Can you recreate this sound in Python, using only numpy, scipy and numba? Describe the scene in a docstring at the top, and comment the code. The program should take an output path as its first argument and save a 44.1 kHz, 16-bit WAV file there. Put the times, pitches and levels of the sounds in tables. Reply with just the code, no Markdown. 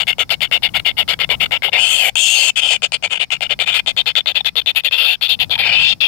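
"""A nestling, rather like a young kingfisher, begs in an earthen burrow, close to the left of two microphone ports.
From the start it churrs in quick rows, its syrinx flapping chaotically into throat, windpipe, chest and beak;
many churrs open with a click or end on a clean squeak. Near 1.7 s a swallow rings a hollow, then two long cries
follow. More churrs, longer calls and two swallows come before a last loud churr at 6 s. Throughout, air stirs on
both ports, and the right port hears the bird late, with its tone changed and full of echoes from the earth walls."""
import sys
import numpy as np
from scipy import signal
from scipy.fft import rfft, irfft, next_fast_len
from scipy.io import wavfile
from scipy.ndimage import uniform_filter1d, minimum_filter1d, map_coordinates
from numba import njit

SR = 44100
rng = np.random.default_rng(int(sys.argv[2]) if len(sys.argv) > 2 else 0)


def ratio_of_db(decibels):
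    """Turn decibels (scalar or array-like) into linear amplitude factors; 0 dB maps to 1."""
    return 10 ** (np.asarray(decibels, float) / 20)


def dump_mix(stems):
    """Bounce the given channels to the path in sys.argv[1] as a 16-bit WAV at rate SR."""
    frames = np.atleast_2d(stems).T  # one column per channel
    limited = np.clip(frames, -1, 1)  # hard clip at full scale
    pcm = np.round(limited * 32767).astype(np.int16)
    wavfile.write(sys.argv[1], SR, pcm)


N = 267687
T = np.arange(N) / SR  # time of every sample in seconds

# Air on the ports. Each row: time in seconds, level in dB before each port's own offset.
AIR_LEVEL = [(0, -45), (1.3, -41.5), (2.1, -48.5), (3, -52), (3.599, -47), (4.6, -48.5), (5.502, -46),
             (5.7, -40), (6.07, -48.5)]
# Tone of the stirring air. Each row: frequency in Hz, gain in dB; only the shape counts.
AIR_COLOUR = [(20, -14), (50, -0.5), (150, 1.5), (250, -8), (400, -19), (800, -19.5), (2000, -36)]
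# Tone of the faint outdoor hiss. Each row: frequency in Hz, gain in dB; only the shape counts.
HISS_COLOUR = [(1500, 1), (3300, -1), (5400, 8.5), (7500, -28), (12000, -54), (15500, -48)]
# Earth walls toward the right port. Each row: frequency in Hz, gain in dB.
WALL_COLOUR = [(300, 13), (700, -7), (1300, 2), (2300, 7.5), (3000, -1), (3700, -2), (4500, 2.5),
               (6200, 8.5), (8500, 1), (15000, -3)]
# Swallows. Each row: time in seconds, frequency in Hz, width in Hz, level in dB.
GULPS = [(1.684, 820, 150, -19), (4.407, 800, 170, -25), (5.563, 900, 110, -28)]
# Churrs and long cries. Each row: start in seconds, length in seconds, full level in dB, opening click
# in dB (-40 or below means a soft opening).
CHURRS = [(-0.04, 0.068, -6.5, -60), (0.068, 0.05, -7, -16), (0.182, 0.052, -7.5, -19.5),
          (0.292, 0.059, -8, -18.5), (0.405, 0.06, -9, -19), (0.512, 0.066, -8.5, -13),
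          (0.621, 0.057, -8.5, -22), (0.738, .05, -10, -60), (0.847, .068, -8, -60),
          (0.968, 0.062, -8, -60), (1.077, 0.062, -9, -20), (1.189, 0.058, -10.5, -21),
          (1.29, 0.055, -7, -15.5), (1.399, .054, -8, -60), (1.508, 0.067, -9.5, -18),
          (1.62, 0.078, -10, -19.5), (1.718, 0.38, -10, -24), (2.154, 0.35, -8.5, 2),
          (2.557, 0.053, -7, -60), (2.609, 0.13, -11.5, -60), (2.69, 0.077, -7, -60),
          (2.819, 0.053, -10, -17.5), (2.919, 0.05, -10.5, -14.5), (3.024, 0.055, -11, -18),
          (3.098, 0.077, -11.5, -60), (3.195, 0.052, -11, -60), (3.303, .055, -9.5, -16),
          (3.406, 0.053, -10.5, -15), (3.492, 0.048, -10.5, -60), (3.589, 0.059, -10, -18),
          (3.657, 0.12, -10.5, -60), (3.729, 0.077, -7.5, -60), (3.86, 0.056, -7.5, -16.5),
          (3.964, 0.055, -7, -16), (4.057, 0.061, -8.5, -17), (4.152, 0.048, -7, -13.5),
          (4.258, 0.059, -9, -16.5), (4.344, 0.057, -9.4, -29), (4.445, 0.05, -9.5, -17.5),
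          (4.554, 0.052, -8.2, -15), (4.659, .057, -8.5, -13), (4.748, 0.052, -6, -22),
          (4.835, 0.043, -7.5, -20), (4.909, 0.11, -10, -18), (4.966, 0.18, -9, -60),
          (5.21, 0.065, -8, -17.5), (5.281, .07, -6, -22), (5.389, 0.057, -8, -19),
          (5.495, 0.061, -10.5, -20), (5.577, 0.087, -9.5, -21), (5.637, 0.116, -8.5, -60),
          (5.706, 0.23, -8, -58), (6.004, 0.064, -2, -60)]
# Squeaks, where the syrinx runs evenly as it closes. Each row: start in seconds, level in dB, middle pitch in Hz.
SQUEAKS = [(0.027, -12.5, 1490), (0.123, -12.5, 1516), (0.467, -28, 1504), (0.685, -25.5, 1490),
           (0.793, -10, 1400), (1.133, -9, 1667), (1.24, -12.5, 1780), (1.344, -15, 1328),
           (1.455, -10, 1478), (2.77, -31, 1390), (3.171, -12, 1563), (3.361, -19.5, 1350),
           (3.461, -16, 1460), (3.791, -17, 1742), (4.201, -12.5, 1723), (4.311, -14.5, 1790),
           (4.402, -11.5, 1787), (4.611, -15.5, 1520), (4.798, -11.5, 1840), (4.879, -10.5, 1782),
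           (5.147, -10.5, 1650), (5.551, -8, 1650)]
# Head and throat posture. Each row: time in seconds, first and second throat resonance in Hz, second and
# third resonance against the first in dB, level of the beak band in dB, of the highest treble in dB,
# and of the right port in dB.
POSTURE = [(0, 2216, 2873, 9, 6, -23.5, -23.5, -22), (1.68, 2254, 2930, 6.5, 1.5, -28, -23.5, -22),
           (1.76, 2200, 2760, 1.5, -6, -29.5, -28, -21.5), (1.81, 2590, 3040, 8, -8, -13, -28, -20),
           (1.93, 2630, 3070, 1, -4, -8.5, -22, -21.5), (2.01, 2580, 3150, 2.5, -15, -11.5, -21, -20),
           (2.078, 2200, 2820, 0, -5, -17.5, -17.5, -21), (2.17, 2704, 3220, 1.5, -4.5, -11.5, -23, -28),
           (2.3, 2747, 3160, -4.5, -7.5, -6.5, -16.5, -24), (2.5, 2610, 3110, 4.5, -9.5, -13.5, -29, -22.5),
           (3.0, 2470, 2984, 1, -4, -17.5, -38, -21.5), (3.5, 2335, 2920, 4, -0.5, -21.5, -27, -23.5),
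           (3.899, 2553, 3170, 1.5, 3.5, -22.5, -31, -24), (4.3, 2525, 3050, 0, 3.5, -30.5, -24.5, -25),
           (5.05, 2640, 3180, -4.5, 1.5, -37, -21, -24), (5.35, 2680, 3070, -6.5, 0.5, -37, -21, -27),
           (5.5, 2440, 3130, 4, 9.5, -41, -18, -18.5), (5.6, 2414, 3070, -8, -2.5, -43, -23, -18),
           (5.7, 2420, 2900, -1, -11, -32, -36, -19), (5.78, 2578, 2980, -4, -9, -34, -33, -20),
           (5.9, 2720, 3250, -5, 1.5, -29, -35, -22), (6.04, 2633, 3300, 1.5, -3.5, -41, -24.5, -26.5)]
# Fixed resonances of windpipe, chest and beak, and of the highest treble.
# Each row: frequency in Hz, width in Hz, level in dB within its group.
WINDPIPE = [(5200, 800, -11), (4400, 750, -1)]
CHEST = [(2130, 204, 0), (1620, 240, -10), (1350, 230, -6.5), (955, 242, -7), (745, 229, -2),
         (512.7, 296, -6)]
BEAK = [(6360, 180, -12.5), (7050, 2050, -3), (8710, 2030, -7), (10070, 1400, -18)]
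TOP_TREBLE = [(12000, 5600, 1), (14940, 530, -10)]

SOFT_CLICK_DB = -40  # a click must be louder than this to change how the churr opens
CLICK_LEAD_S = 0.0054  # from click to voice
CLICK_SWELL_S, SOFT_SWELL_S = 0.0066, 0.018  # swell after a click and without one
CLICK_ONSET_DB, SOFT_ONSET_DB = -17.5, -11  # where the swell begins, against the full level
HOLD_S, FADE_DB = 0.017, -9.5  # a churr holds briefly, then fades until it shuts
CRY_S, CRY_FADE_S, CRY_FADE_DB = 0.12, 0.018, -3  # a call longer than CRY_S holds almost to its end
SQUEAK_S = 0.011
LOOSE_WIDTH_HZ, TAUT_WIDTH_HZ, TAUTEN_S = 230, 140, 0.12  # throat width, and averaging time of the effort
TREMBLE = 0.012  # share by which the throat resonances wander
THIRD_HZ, WINDPIPE_DB = 3535, -16.5
CHEST_DB, CHEST_LOSS_DB, SHUT_HZ, OPEN_HZ = -15.5, -12.5, 2200, 2720  # the chest fades as the throat opens
FACING_DB, SHADOW = -20.5, 0.69  # past this right port level the turning bird's chest is shadowed (dB per dB)


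def unit(x):
    """Scale a sound to rms 1."""
    return x / np.sqrt(np.mean(x ** 2))


def colour(x, points):
    """Filter a sound by (Hz, dB) points joined on a log-frequency axis."""
    size = next_fast_len(N)
    hz, db = np.transpose(points)
    bin_hz = np.arange(1, size // 2 + 2) * SR / size
    gain = ratio_of_db(np.interp(np.log(bin_hz), np.log(hz), db))
    return irfft(rfft(x, size) * gain, size)[:N]


def walk(rate):
    """Random levels held 1 / rate seconds, then smoothed twice over that time; rms 1."""
    hold = int(SR / rate)
    steps = np.repeat(rng.standard_normal(N // hold + 1), hold)
    return unit(uniform_filter1d(uniform_filter1d(steps, hold), hold)[:N])


@njit
def moving_bandpass(x, hz, width):
    """A band-pass with a moving centre and gain 1 there, kept as two running states."""
    out, band, low = np.empty(len(x)), 0., 0.
    for i in range(len(x)):
        g = np.tan(np.pi * hz[i] / SR)
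        damping = width[i] / hz[i]
        v = (band + g * (x[i] - low)) / (1 + g * (g + damping))
        band = 2 * v - band
        low = low + 2 * g * v
        out[i] = damping * v
    return out


def ring(x, hz, width, db, skirt=1):
    """A resonance, then one skirt times as wide; dB is near the output power for white input of rms 1."""
    hz, width = hz + np.zeros(N), width + np.zeros(N)
    gain = ratio_of_db(db) * np.sqrt((1 + 1 / skirt) * SR / (np.pi * width))
    first = moving_bandpass(x + 1e-18, hz, width)
    return gain * moving_bandpass(first, hz, width * skirt)


def air():
    """Low stirring of air, unrelated on the two ports, over a faint outdoor hiss; both are filtered noise."""
    s, db = np.transpose(AIR_LEVEL)
    stir = [unit(colour(rng.standard_normal(N), AIR_COLOUR)) * ratio_of_db(3.2 * walk(6)) for _ in range(2)]
    hiss = [unit(colour(rng.standard_normal(N), HISS_COLOUR)) for _ in range(2)]
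    stir_db = np.interp(T, s, db) + np.array([[5], [-1.5]])  # left port, right port
    hiss_db = np.array([[-56], [-61]])
    return ratio_of_db(stir_db) * stir + ratio_of_db(hiss_db) * hiss


def burrow(x, t60_s, level_db):
    """Soft earth gives dense, short echoes: noise that dies away by 60 dB in t60_s."""
    t = np.arange(int(0.15 * SR)) / SR
    echoes = rng.standard_normal(len(t)) * ratio_of_db(-60 * t / t60_s) * (t > 0.001)
    echoes = echoes / np.sqrt(np.sum(echoes ** 2))
    return ratio_of_db(level_db) * signal.fftconvolve(x, echoes)[:N]


def gulp(s, hz, width, db):
    """In a swallow, one push rings a hollow."""
    push = np.zeros(N)
    push[int(s * SR)] = np.sqrt(SR / width)
    return ring(push, hz, width, db)


def posture():
    """The head and throat glide between postures: each column at every sample."""
    s, *columns = np.transpose(POSTURE)
    return [np.interp(T, s, column) for column in columns]


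@njit
def flap(hz, stretch, size):
    """One pulse per membrane cycle, shared between two samples; each cycle has its own length and size."""
    pulses, phase, cycle = np.zeros(len(hz) + 1), 0., 0
    for i in range(len(hz)):
        step = hz[i] * stretch[cycle] / SR
        phase += step
        if phase >= 1:
            phase, cycle = phase - 1, cycle + 1
            pulses[i] += size[cycle] * phase / step
            pulses[i + 1] += size[cycle] * (1 - phase / step)
    return pulses[:-1]


def chaotic_membrane(hz=1500, jitter=0.4, scatter_db=4.0, breath=1.18, flutter_db=1.24):
    """Cycles of very uneven length and size with turbulent air; the whole flutters a few hundred times a second."""
    length_chance, size_chance = rng.standard_normal((N // 4, 2)).T
    stretch = np.exp(np.clip(jitter * length_chance, -1, 1))
    pulses = flap(np.full(N, 1. * hz), stretch, ratio_of_db(scatter_db * size_chance))
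    flow = unit(pulses - pulses.mean()) + breath * rng.standard_normal(N)
    return unit(flow * ratio_of_db(flutter_db * walk(400)))


def churr_effort(edge_s=0.0024):
    """The push behind each churr swells, holds, fades and shuts."""
    effort = np.zeros(N)
    for s, length, db, click_db in CHURRS:
        start, swell, onset_db = s, SOFT_SWELL_S, SOFT_ONSET_DB
        if click_db > SOFT_CLICK_DB:
            start, swell, onset_db = s + CLICK_LEAD_S, CLICK_SWELL_S, CLICK_ONSET_DB
        full, end = start + swell, s + length
        fade, fade_db = full + HOLD_S, FADE_DB
        if length > CRY_S:
            fade, fade_db = end - CRY_FADE_S, CRY_FADE_DB
        i = slice(max(int(start * SR), 0), int(end * SR))
        times = [start, full, fade, max(end, fade)]
        shape = ratio_of_db(np.interp(T[i], times, [db + onset_db, db, db, db + fade_db]))
        effort[i] = np.maximum(effort[i], shape)  # where calls overlap, the stronger push wins
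    return uniform_filter1d(effort, int(edge_s * SR))


def clicks(membrane, rise_s=0.0015):
    """A few milliseconds of flapping at the start of each call after the first."""
    effort = np.zeros(N)
    t = np.arange(int(8 * rise_s * SR)) / SR / rise_s
    for s, _, _, db in CHURRS[1:]:
        i = int(s * SR)
        effort[i:i + len(t)] += ratio_of_db(db) * t ** 2 * np.exp(2 - 2 * t)
    return membrane * effort


def squeaks(membrane, fall=0.18, jitter=0.018, even=0.41, rough=0.48):
    """Cycles turn nearly even, and their pitch sags as the pressure drops; some rough flapping stays."""
    hz, effort = np.full(N, 1500.), np.zeros(N)
    n = int(SQUEAK_S * SR)
    for s, db, pitch in SQUEAKS:
        i = int(s * SR)
        hz[i:i + n] = pitch * (1 + fall * np.linspace(0.5, -0.5, n))
        effort[i:i + n] = ratio_of_db(db) * np.hanning(n) ** 0.64
    pulses = flap(hz, 1 + jitter * rng.standard_normal(N // 4), np.ones(N // 4))
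    return (even * unit(pulses - pulses.mean()) + rough * membrane) * effort


def throat(flow, slack, low_hz, mid_hz, mid_db, high_db):
    """Three throat resonances wander and flicker as the throat trembles, and narrow under sustained effort."""
    taut = np.clip(uniform_filter1d(1 - slack, int(TAUTEN_S * SR)) / 0.88, 0, 1) ** 2
    width = LOOSE_WIDTH_HZ + (TAUT_WIDTH_HZ - LOOSE_WIDTH_HZ) * taut
    total = np.sqrt(1 + ratio_of_db(2 * mid_db) + ratio_of_db(2 * high_db))  # keeps their joint power steady
    bands = []
    for hz, db in ((low_hz, 0), (mid_hz, mid_db), (THIRD_HZ, high_db)):
        moving_hz = hz * (1 - 0.01 * slack + TREMBLE * walk(40))
        bands.append(ring(flow, moving_hz, width, db, skirt=4.9) * ratio_of_db(1.97 * walk(35)) / total)
    return bands


def fixed_resonances(drive, modes, db):
    """Resonances at fixed pitches with alternating signs; each swells and dips as the head moves."""
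    total = np.zeros(N)
    for k, mode in enumerate(modes):
        total += (-1) ** k * ratio_of_db(2.6 * walk(20)) * ring(drive, *mode)
    return ratio_of_db(db) * total


def nestling():
    """The syrinx drives throat, windpipe, chest, beak and top treble; the middle throat resonance comes apart."""
    low_hz, mid_hz, mid_db, high_db, beak_db, treble_db, port_db = posture()
    opening = np.clip((low_hz - SHUT_HZ) / (OPEN_HZ - SHUT_HZ), 0, 1)
    chest_db = CHEST_DB + CHEST_LOSS_DB * opening ** 3
    chest_db = chest_db - SHADOW * np.maximum(port_db - FACING_DB, 0)
    membrane, effort = chaotic_membrane(), churr_effort()
    # with less pressure the membrane sputters and the throat slackens
    slack = np.clip(1 - effort / ratio_of_db(-8.5), 0, 1)
    sputter = ratio_of_db(4.15 * slack * (walk(250) - 1.0))
    click = clicks(membrane)
    flow = membrane * effort * sputter + click + squeaks(membrane)
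    low, mid, high = throat(flow, slack, low_hz, mid_hz, mid_db, high_db)
    bright = flow * ratio_of_db(2.25 - 5.5 * slack) + click  # the treble needs full pressure
    rest = low + high + sum(gulp(*row) for row in GULPS)
    rest = rest + fixed_resonances(bright, WINDPIPE, WINDPIPE_DB)
    rest = rest + fixed_resonances(flow + 2.3 * click, CHEST, chest_db)  # each click's puff thumps the chest
    rest = rest + fixed_resonances(bright, BEAK, beak_db)
    rest = rest + fixed_resonances(bright, TOP_TREBLE, treble_db)
    return rest, -mid


def scene():
    """Left port near the bird; right port slightly later, side-on to the beak and full of echoes."""
    rest, mid = nestling()
    near = rest + mid
    left = near + burrow(near, 0.046, -24)
    aside = rest + ratio_of_db(-15) * mid  # little of the middle throat resonance goes sideways
    lag = 4 + 1.8 * walk(8)  # in samples; the head bobs
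    late = map_coordinates(aside, [np.arange(N) - lag], order=3)
    right = colour(late + burrow(aside, 0.072, 0), WALL_COLOUR) * ratio_of_db(posture()[-1])
    return np.array([left, right]) + air()


def top_cut(x):
    """Nothing passes above the cut-off."""
    return signal.sosfilt(signal.butter(12, 15810, fs=SR, output="sos"), x)


def record(dry):
    """A quick limiter holds the loudest peaks near full scale; a steep low-pass cuts the top."""
    top, hold_s, cut_hz = 0.97, 0.002, 15800
    size = int(hold_s * SR)
    peak = -minimum_filter1d(-np.abs(dry), 2 * size)
    peak = uniform_filter1d(peak, size)
    held = dry * np.minimum(1, top / (peak + 1e-9))
    low_pass = signal.ellip(8, 0.2, 70, cut_hz, fs=SR, output="sos")
    mix = signal.sosfilt(low_pass, held)
    return top_cut(mix)


dry = scene()
out = record(dry)
dump_mix(out)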